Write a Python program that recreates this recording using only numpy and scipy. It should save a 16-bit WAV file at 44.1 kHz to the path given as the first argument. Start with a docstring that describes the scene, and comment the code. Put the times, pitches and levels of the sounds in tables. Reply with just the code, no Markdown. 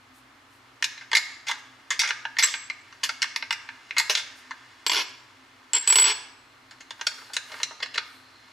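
"""Gas cartridges in a magazine and on a table

Two small steel cartridges are tried in a plastic and metal magazine, exciting its damped modes and their
own thin walls. Dropped on a hard table top, they bounce ever faster and clink together; fingers tap and
rub the magazine. A small bare room with a faint appliance hum is heard through automatic gain control."""
import sys
import numpy as np
from scipy import signal
from scipy.fft import rfft, irfft
from scipy.io import wavfile
from scipy.ndimage import uniform_filter1d

SR = 44100
rng = np.random.default_rng(int(sys.argv[2]) if len(sys.argv) > 2 else 0)


def pcm_store(signal):
    """Save signal as 16-bit PCM."""
    levels = np.round(np.clip(np.atleast_2d(signal), -1, 1) * 32767)
    wavfile.write(sys.argv[1], SR, levels.astype(np.int16).T)


N = 375732

# lowest wall mode of the first cartridge, split into a pair: f/Hz, level/dB, t60/s
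FIRST_WALL_MODES = [(7617, 0, .16), (7682, -2, .18)]
# upper wall modes of the cartridges: f/Hz, level/dB, t60/s
UPPER_WALL_MODES = [(10025, 0, .11), (10810, -10, .09), (11330, -5, .12), (12795, -5, .12),
                    (15220, -10, .08)]


def amp(db):
    """Amplitude ratio of a level in decibels."""
    return 10 ** (np.asarray(db) / 20)


def unit_rms(x):
    """Normalisation to unit power."""
    return x / np.sqrt(np.mean(x ** 2) + 1e-20)


def envelope(points):
    """Amplitude envelope, linear in decibels between (t/s, level/dB) points."""
    return amp(np.interp(np.arange(N) / SR, *np.transpose(points)))


def at_hz(points, hz):
    """Interpolation on a logarithmic frequency axis."""
    frequencies, values = np.transpose(points)
    return np.interp(np.log(np.maximum(hz, 1)), np.log(frequencies), values)


def butter(x, hz, kind="band", order=4):
    """Butterworth filter: a maximally flat passband."""
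    return signal.sosfilt(signal.butter(order, hz, kind, fs=SR, output="sos"), x)


def decay_time(width_hz):
    """A resonance's t60/s is inversely proportional to its bandwidth."""
    return 3 * np.log(10) / (np.pi * width_hz)


def ring(force, hz, t60):
    """Damped oscillator: its impulse response is an exponentially decaying sine."""
    radius, angle = amp(-60 / (t60 * SR)), 2 * np.pi * hz / SR
    return signal.lfilter([0, np.sin(angle)], [1, -2 * radius * np.cos(angle), radius ** 2], force + 1e-18)


def impulses(times, sizes):
    """Ideal impacts: forces one sample long."""
    return np.bincount(np.round(np.asarray(times) * SR).astype(int), sizes, N)


def room_air():
    """Stationary coloured noise, partly coherent between the two channels."""
    spectrum = [(24, -61.5), (42, -43), (124, -7), (151, -43.5), (262, -3.5), (529, -11.5), (663, -8),
                (1210, -3), (1590, -6.5), (2380, -9.5), (16000, -35.5)]  # noise density: f/Hz, relative level/dB
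    colour = amp(at_hz(spectrum, np.fft.rfftfreq(N, 1 / SR)))
    mid, side = irfft(rfft(rng.standard_normal((2, N))) * colour, N)
    side = amp(-3) * signal.lfilter([1, -1], [1, -.9], side)
    return amp(-56) * unit_rms(mid + side * [[1], [-1]])


def motor_hum():
    """Narrow-band noise: each line of the hum wavers at a rate set by its bandwidth."""
    lines = [(57.1, 3.2, -81), (97.3, 2.7, -74), (121.55, 2, -72), (261, 10.5, -67.5)]  # spectral lines: f/Hz, bandwidth/Hz, rms level/dB
    hum = 0
    for hz, width_hz, db in lines:
        line = ring(rng.standard_normal(N + SR), hz, decay_time(width_hz))
        hum = hum + amp(db) * unit_rms(line[SR:])  # steady state after 1 s
    return hum


def whistle():
    """Noise confined to a narrow band has an airy pitch; it comes up faintly near the end."""
    levels = [(5, -76), (6.6, -69), (7.5, -57), (8.5, -62.5)]  # swell of the whistle: t/s, level/dB
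    return envelope(levels) * unit_rms(butter(rng.standard_normal(N), (4050, 4300), order=1))


def rubbing():
    """Friction of fingers and steel on the magazine: a force of sparse, uneven micro-impacts."""
    levels = [(0.0, -68.5), (1.47, -62), (4.29, -54), (5.69, -63.5), (5.93, -35), (6.36, -68), (7.45, -55),
              (7.6, -42.5), (7.7, -69), (8.52, -59.5)]  # friction force: t/s, level/dB
    grains = rng.standard_normal(N) * amp(2.1 * np.minimum(rng.exponential(1, N), 5))
    return envelope(levels) * unit_rms(grains * (rng.random(N) < .15))


def sliding_skin():
    """Sliding friction of skin on steel and plastic gives Gaussian swells of bright hiss."""
    strokes = [(0.172, 0.029, -63), (0.545, 0.04, -70), (4.387, 0.027, -62), (7.17, 0.17, -63),
               (7.555, 0.11, -60), (8.122, 0.1, -66)]  # finger strokes: centre t/s, half length/s, level/dB
    t = np.arange(N) / SR
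    swells = sum(amp(db) * np.exp(-((t - centre) / half) ** 2) for centre, half, db in strokes)
    return swells * unit_rms(butter(rng.standard_normal(N), (6500, 11500), order=1))


def contacts(times, t60_ms, rise_ms):
    """Rough contacts as noise bursts that swell and decay; returns a function from gains to force."""
    age = np.arange(4096)
    age_ms = age / SR * 1000
    rise_ms, t60_ms = np.clip(rise_ms, .1, 20)[:, None], np.clip(t60_ms, 5, 300)[:, None]
    attack = np.minimum(age_ms / rise_ms, 1) ** 2
    decay = amp(-60 * np.maximum(age_ms - rise_ms, 0) / t60_ms)
    bite = 1 + 1.23 * np.exp(-age_ms)  # the first millisecond is hardest
    bursts = rng.standard_normal(decay.shape) * attack * decay * bite
    where = (np.round(times * SR).astype(int)[:, None] + age).ravel()
    return lambda gains: np.bincount(where, (gains[:, None] * bursts).ravel(), N)[:N]


def magazine():
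    """Modal superposition: knocks, taps and friction drive the body; the striking point favours modes."""
    # cartridge on magazine: t/s, level/dB, tilt/(dB/octave), contact t60/ms, favoured f/Hz
    knocks = [(0.8241, -9.5, 5, 29, 1960), (0.8418, -8.5, 6.5, 34, 3760), (0.9766, -32.5, 2, 81, 2170),
              (1.0095, -32, -2.5, 140, 2370), (1.115, -13.5, -1, 28, 2420), (1.1304, -6, -1, 52, 1750),
              (1.1505, -3.5, 3.5, 102, 2190), (1.1681, -9, 7, 52, 4580), (1.4678, -21.5, 2, 360, 2420),
              (1.4829, -17, 4, 150, 3540), (1.4923, -23, -9, 184, 2310), (1.5127, -9.5, 3.5, 22, 1410),
              (1.9043, -11.5, 4.7, 136, 1900), (1.9925, -11, 9.5, 160, 2150), (2.016, -6.5, -0.5, 24, 2000),
              (2.0337, -15.5, -0.5, 260, 2190), (2.075, -17, 2, 44, 2210), (2.089, -22, 7.5, 99, 2180),
              (2.1056, -5.5, -3, 28, 2490), (2.2518, -16, -4.5, 26, 1490), (2.3674, -20.5, -1.5, 26, 1660),
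              (2.3854, -9.5, 5.5, 130, 2124), (2.393, -10.5, 2, 43, 4400), (2.4246, -8.5, 3.5, 37, 5960),
              (2.4341, -4.5, 3, 94, 2400), (2.4709, -18.5, 7, 520, 5500), (2.5396, -13.5, 0.2, 41, 2440),
              (2.6991, -18, -2, 36, 2160), (2.925, -33, -0.5, 33, 1260), (3.0325, -15.5, 6, 75, 2650),
              (3.0358, -11.5, 5, 92, 2560), (3.0914, -10, 0, 48, 2140), (3.2186, -11.5, 6, 44, 2800),
              (3.2265, -6, 5.5, 20, 5480), (3.2412, -10.5, -2.5, 15, 2200), (3.3604, -3, 1.5, 7.8, 2100),
              (3.4244, -15.5, -2, 20, 2200), (3.5064, -2.5, -0.5, 22, 2050), (3.5257, -11.5, 4.5, 34, 2170),
              (3.6888, -22, -3, 18, 2780), (3.9079, -16, -2, 8.9, 2120), (3.9656, -15.5, -2.5, 230, 2110),
              (3.9818, -9, 7.5, 72, 2830), (3.998, -5, 1.5, 26, 4700), (4.0963, -9.5, 8, 142, 2720),
              (4.1508, -7.5, 4.5, 46, 3700), (4.1716, -14.5, 5, 164, 3500), (4.508, -22, -1.5, 55, 1686),
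              (4.515, -27, -11, 11, 1560)]
    modes = [(536, 910, -13), (919, 69, -14.5), (1235, 105, -9), (1570, 162, -2), (1807, 280, 2.5),
             (2188, 244, -2), (2756, 337, 0), (3464, 250, -5.5), (3963, 317, -3.5), (4620, 800, 1),
             (5790, 780, -1), (6395, 568, -5)]  # body resonances: f/Hz, bandwidth/Hz, level/dB
    blows = np.vstack([np.c_[knocks, np.full(len(knocks), .3)], finger_taps()])  # steel rises in 0.3 ms
    times, level_db, tilt, t60_ms, favoured_hz, rise_ms = blows.T
    finger = np.arange(len(times)) >= len(knocks)
    force = contacts(times, t60_ms, rise_ms)
    scatter_db = 2 * rng.standard_normal((len(times), len(modes)))
    friction = rubbing()
    body = 0
    for k, (hz, width_hz, db) in enumerate(modes):
        favour_db = np.where(finger, 6, 7) * np.exp(-(np.log2(hz / favoured_hz) / .14) ** 2)
        touch_db = finger * (9.5 if hz < 740 else -3)  # a fingertip pushes the lowest mode, mutes the rest
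        tilt_db = tilt * np.log2(max(hz, 950) / 2500)
        drive = force(amp(level_db - 11.5 + favour_db + touch_db + tilt_db + scatter_db[:, k])) + friction
        body = body + (-1) ** k * amp(db - 17) * ring(drive, hz, decay_time(width_hz))
    crack = amp(-6.5) * butter(force(amp(level_db - 20 + 2.14 * tilt)) + friction, (2200, 14000), order=2)
    hiss = force(amp(level_db - 48 + 2.1 * tilt + .97 * finger)) + amp(-29) * friction
    return butter(body + crack, 8050, "low") + butter(hiss, (4900, 13000), order=1)


def steel_walls(times, level_db, modes):
    """Free vibration of a shell: each blow excites every mode with a random strength and sign."""
    scatter_db = 1.8 * rng.standard_normal((len(times), len(modes)))
    signs = rng.choice([-1, 1], scatter_db.shape)
    return sum(ring(impulses(times, signs[:, k] * amp(level_db + db + scatter_db[:, k])), hz, t60)
               for k, (hz, db, t60) in enumerate(modes))


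def held_cartridge():
    """Added damping: in the hand, the lowest wall modes ring 0.65 times as long as when loose."""
    clinks = [(0.84, -56, -46), (1.1307, -43, -51), (1.1515, -50, -36), (1.4847, -54, -49),
              (1.584, -60, -67), (1.9927, -57, -53), (2.389, -52, -36), (2.4252, -22.5, -39),
              (2.4334, -15.5, -34), (3.039, -57, -37.5), (3.3604, -52, -50), (3.5074, -39, -52),
              (3.9837, -29, -34), (4.0974, -54, -37)]  # knocks that ring the walls: t/s, low-mode level/dB, upper-mode level/dB
    times, low_db, upper_db = np.transpose(clinks)
    damped_modes = np.multiply(FIRST_WALL_MODES, [1, 1, .65])
    return steel_walls(times, low_db, damped_modes) + steel_walls(times, upper_db, UPPER_WALL_MODES)


def bounces(count=18, gap_ratio=.94, ring_loss_db=5.5):
    """Inelastic rebounds come ever sooner and weaker; each row holds a time and four levels."""
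    # drops on the table: t/s, gap to next bounce/ms, level/dB of impact, first wall, second wall, upper modes
    drops = [(4.865, 31.3, -3.5, -28, -70, -39), (5.7335, 9, -11.5, -16, -74, -50),
             (6.0207, 20.5, -5, -48, -25, -54), (6.047, 14, -12, -55, -32, -60)]
    k = np.arange(count)
    gap_shares = gap_ratio ** k / np.sqrt(k + 1)
    fade_db = -17 * (k / count) ** 1.07
    rows = []
    for start, gap_ms, db, first_db, second_db, upper_db in drops:
        times = start + np.cumsum(np.r_[0, gap_ms * gap_shares])[:-1] / 1000
        rows.append(np.c_[times, db + fade_db, first_db - ring_loss_db * k, second_db - ring_loss_db * k,
                          upper_db - .03 * k + fade_db])
    return np.vstack(rows)


def cartridges_on_table():
    """Impacts excite the table top and the steel walls; finite contact time dulls the table's treble."""
    jostles = [(5.8753, -6, -26, -19), (5.9007, -5, -24, -19), (5.9248, -3, -45.5, -54.5),
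               (5.9566, -1.5, -34, -12), (5.9665, -5.5, -33.5, -38), (5.9851, 0, -47, -61),
               (5.9975, -7, -41, -16.5)]  # cartridges jostling: t/s, level/dB of impact, first wall, second wall
    modes = [(370, -16, 0.03), (970, -9, 0.016), (1720, -4, 0.016), (2210, -3, 0.006), (3500, -1.5, 0.01),
             (4250, -3, 0.011), (5660, -3, 0.008)]  # table-top resonances: f/Hz, level/dB, t60/s
    second_wall_modes = [(7811, -3, .16), (7872, 0, .2), (12487, -27, .2), (13814, -26, .22),
                         (13894, -26, .22)]  # wall modes of the second cartridge: f/Hz, level/dB, t60/s
    jostle_upper_db = np.full(len(jostles), -41.5)
    times, level_db, first_db, second_db, upper_db = np.vstack([np.c_[jostles, jostle_upper_db], bounces()]).T
    force = contacts(times, t60_ms=np.full(len(times), 40.), rise_ms=np.ones(len(times)))
    clatter = force(amp(level_db - 23.5))
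    clicks = impulses(times, amp(level_db))
    top = sum((-1) ** k * amp(db - 13.5) * ring(clicks + clatter, hz, t60)
              for k, (hz, db, t60) in enumerate(modes))
    tick = amp(9) * butter(clicks, (1500, 8000), order=2)
    rattle = amp(16.5) * butter(clatter, (2090, 6000), order=1)
    walls = (steel_walls(times, first_db, FIRST_WALL_MODES) + steel_walls(times, second_db, second_wall_modes)
             + steel_walls(times, upper_db, UPPER_WALL_MODES))
    return butter(top + tick + rattle, 5400, "low") + walls


def finger_taps(count=8, favoured_hz=4360):
    """Compliant contact lasts longer the softer the tap; rows of blows, with faint random touches added."""
    taps = [(6.7091, -30, 3.5, 0.8), (6.8, -26, 2, 7.7), (6.9062, -18.5, 2, 0.27), (6.9922, -32, -3, 0.48),
            (7.011, -10.5, -0.5, 0.45), (7.0655, -1, 5, 4.1), (7.332, -36.5, 17, 2.9),
            (7.3649, -1.5, 3.5, 1.37), (7.5178, -21.5, 0, 0.38), (7.538, -23.5, -5, 2.6),
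            (7.5999, -23.5, -4.5, 0.4), (7.6147, -22.5, -5.5, 0.48), (7.6305, -5, 4.5, 1.03),
            (7.8007, -22.5, -3.5, 1.7), (7.82, -9.5, 1.5, 10.3), (7.8588, -22.5, -1.5, 0.6),
            (7.936, -18.5, 2.5, 8.6), (7.9555, -13.5, 0.5, 1.4), (7.973, -4, -.5, 7)]  # fingertips on the magazine: t/s, level/dB, tilt/(dB/octave), rise/ms
    touches = rng.uniform([7.1, -41, -15], [7.75, -35, -7], (count, 3))
    times, level_db, tilt, rise_ms = np.vstack([taps, np.c_[touches, np.ones(count)]]).T
    t60_ms = 20.5 * 2 ** (-level_db / 15.5)
    return np.c_[times, level_db, tilt, t60_ms, np.full(len(times), favoured_hz), rise_ms]


def reverberation(x):
    """Early reflections and a diffuse tail that decays band by band, partly different in each channel."""
    decay_times = [(250, 0.64), (1000, 0.78), (3000, 0.57), (6000, 0.58), (12000, 0.34)]  # reverberation time: f/Hz, t60/s
    t = np.arange(int(.75 * SR)) / SR
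    tail = 0
    for low_hz in 180 * 2 ** np.arange(0, 6.5, .5):
        noise = butter(rng.standard_normal((2, len(t))), (low_hz, low_hz * 2 ** .5), order=2)
        tail = tail + noise * amp(-60 * t / at_hz(decay_times, low_hz))
    tail = tail * np.clip(t / .00043, 0, 1)
    tail = tail / np.sqrt(np.sum(tail ** 2) / 2)
    early = tail * amp(-60 * t / .055)
    mid, side = amp(-12.5) * tail + amp(-7) * early / np.sqrt(np.sum(early ** 2) / 2)
    side = amp(-6) * butter(side, (1200, 20000), order=1)
    return signal.fftconvolve(x[None], mid + side * [[1], [-1]], axes=1)[:, :N]


def scene():
    """Superposition of direct sound, reverberation and background; small sources radiate little bass."""
    in_hand = butter(magazine() + held_cartridge(), 492, "high")
    direct = in_hand + butter(cartridges_on_table(), 250, "high") + sliding_skin()
    pan = amp([[-.25], [.25]])  # slightly to the right
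    return direct * pan + reverberation(direct) + room_air() + motor_hum() + whistle()


def record(dry):
    """Automatic gain control: gain falls at once on loud knocks and creeps back; a low-pass follows."""
    threshold_db, reduction_slope, release_db_per_s, cutoff_hz = -19.5, .26, 14, 16300
    level_db = 10 * np.log10(uniform_filter1d(np.mean(dry ** 2, axis=0), 128) + 1e-12)
    reduction_db = reduction_slope * np.maximum(level_db - threshold_db, 0)
    release_db = release_db_per_s * np.arange(N) / SR
    held_db = np.maximum.accumulate(reduction_db + release_db) - release_db
    gain = amp(-signal.lfilter([.02], [1, -.98], held_db))
    return signal.sosfilt(signal.cheby2(12, 70, cutoff_hz, fs=SR, output="sos"), dry * gain)


dry = scene()
out = record(dry)
pcm_store(out)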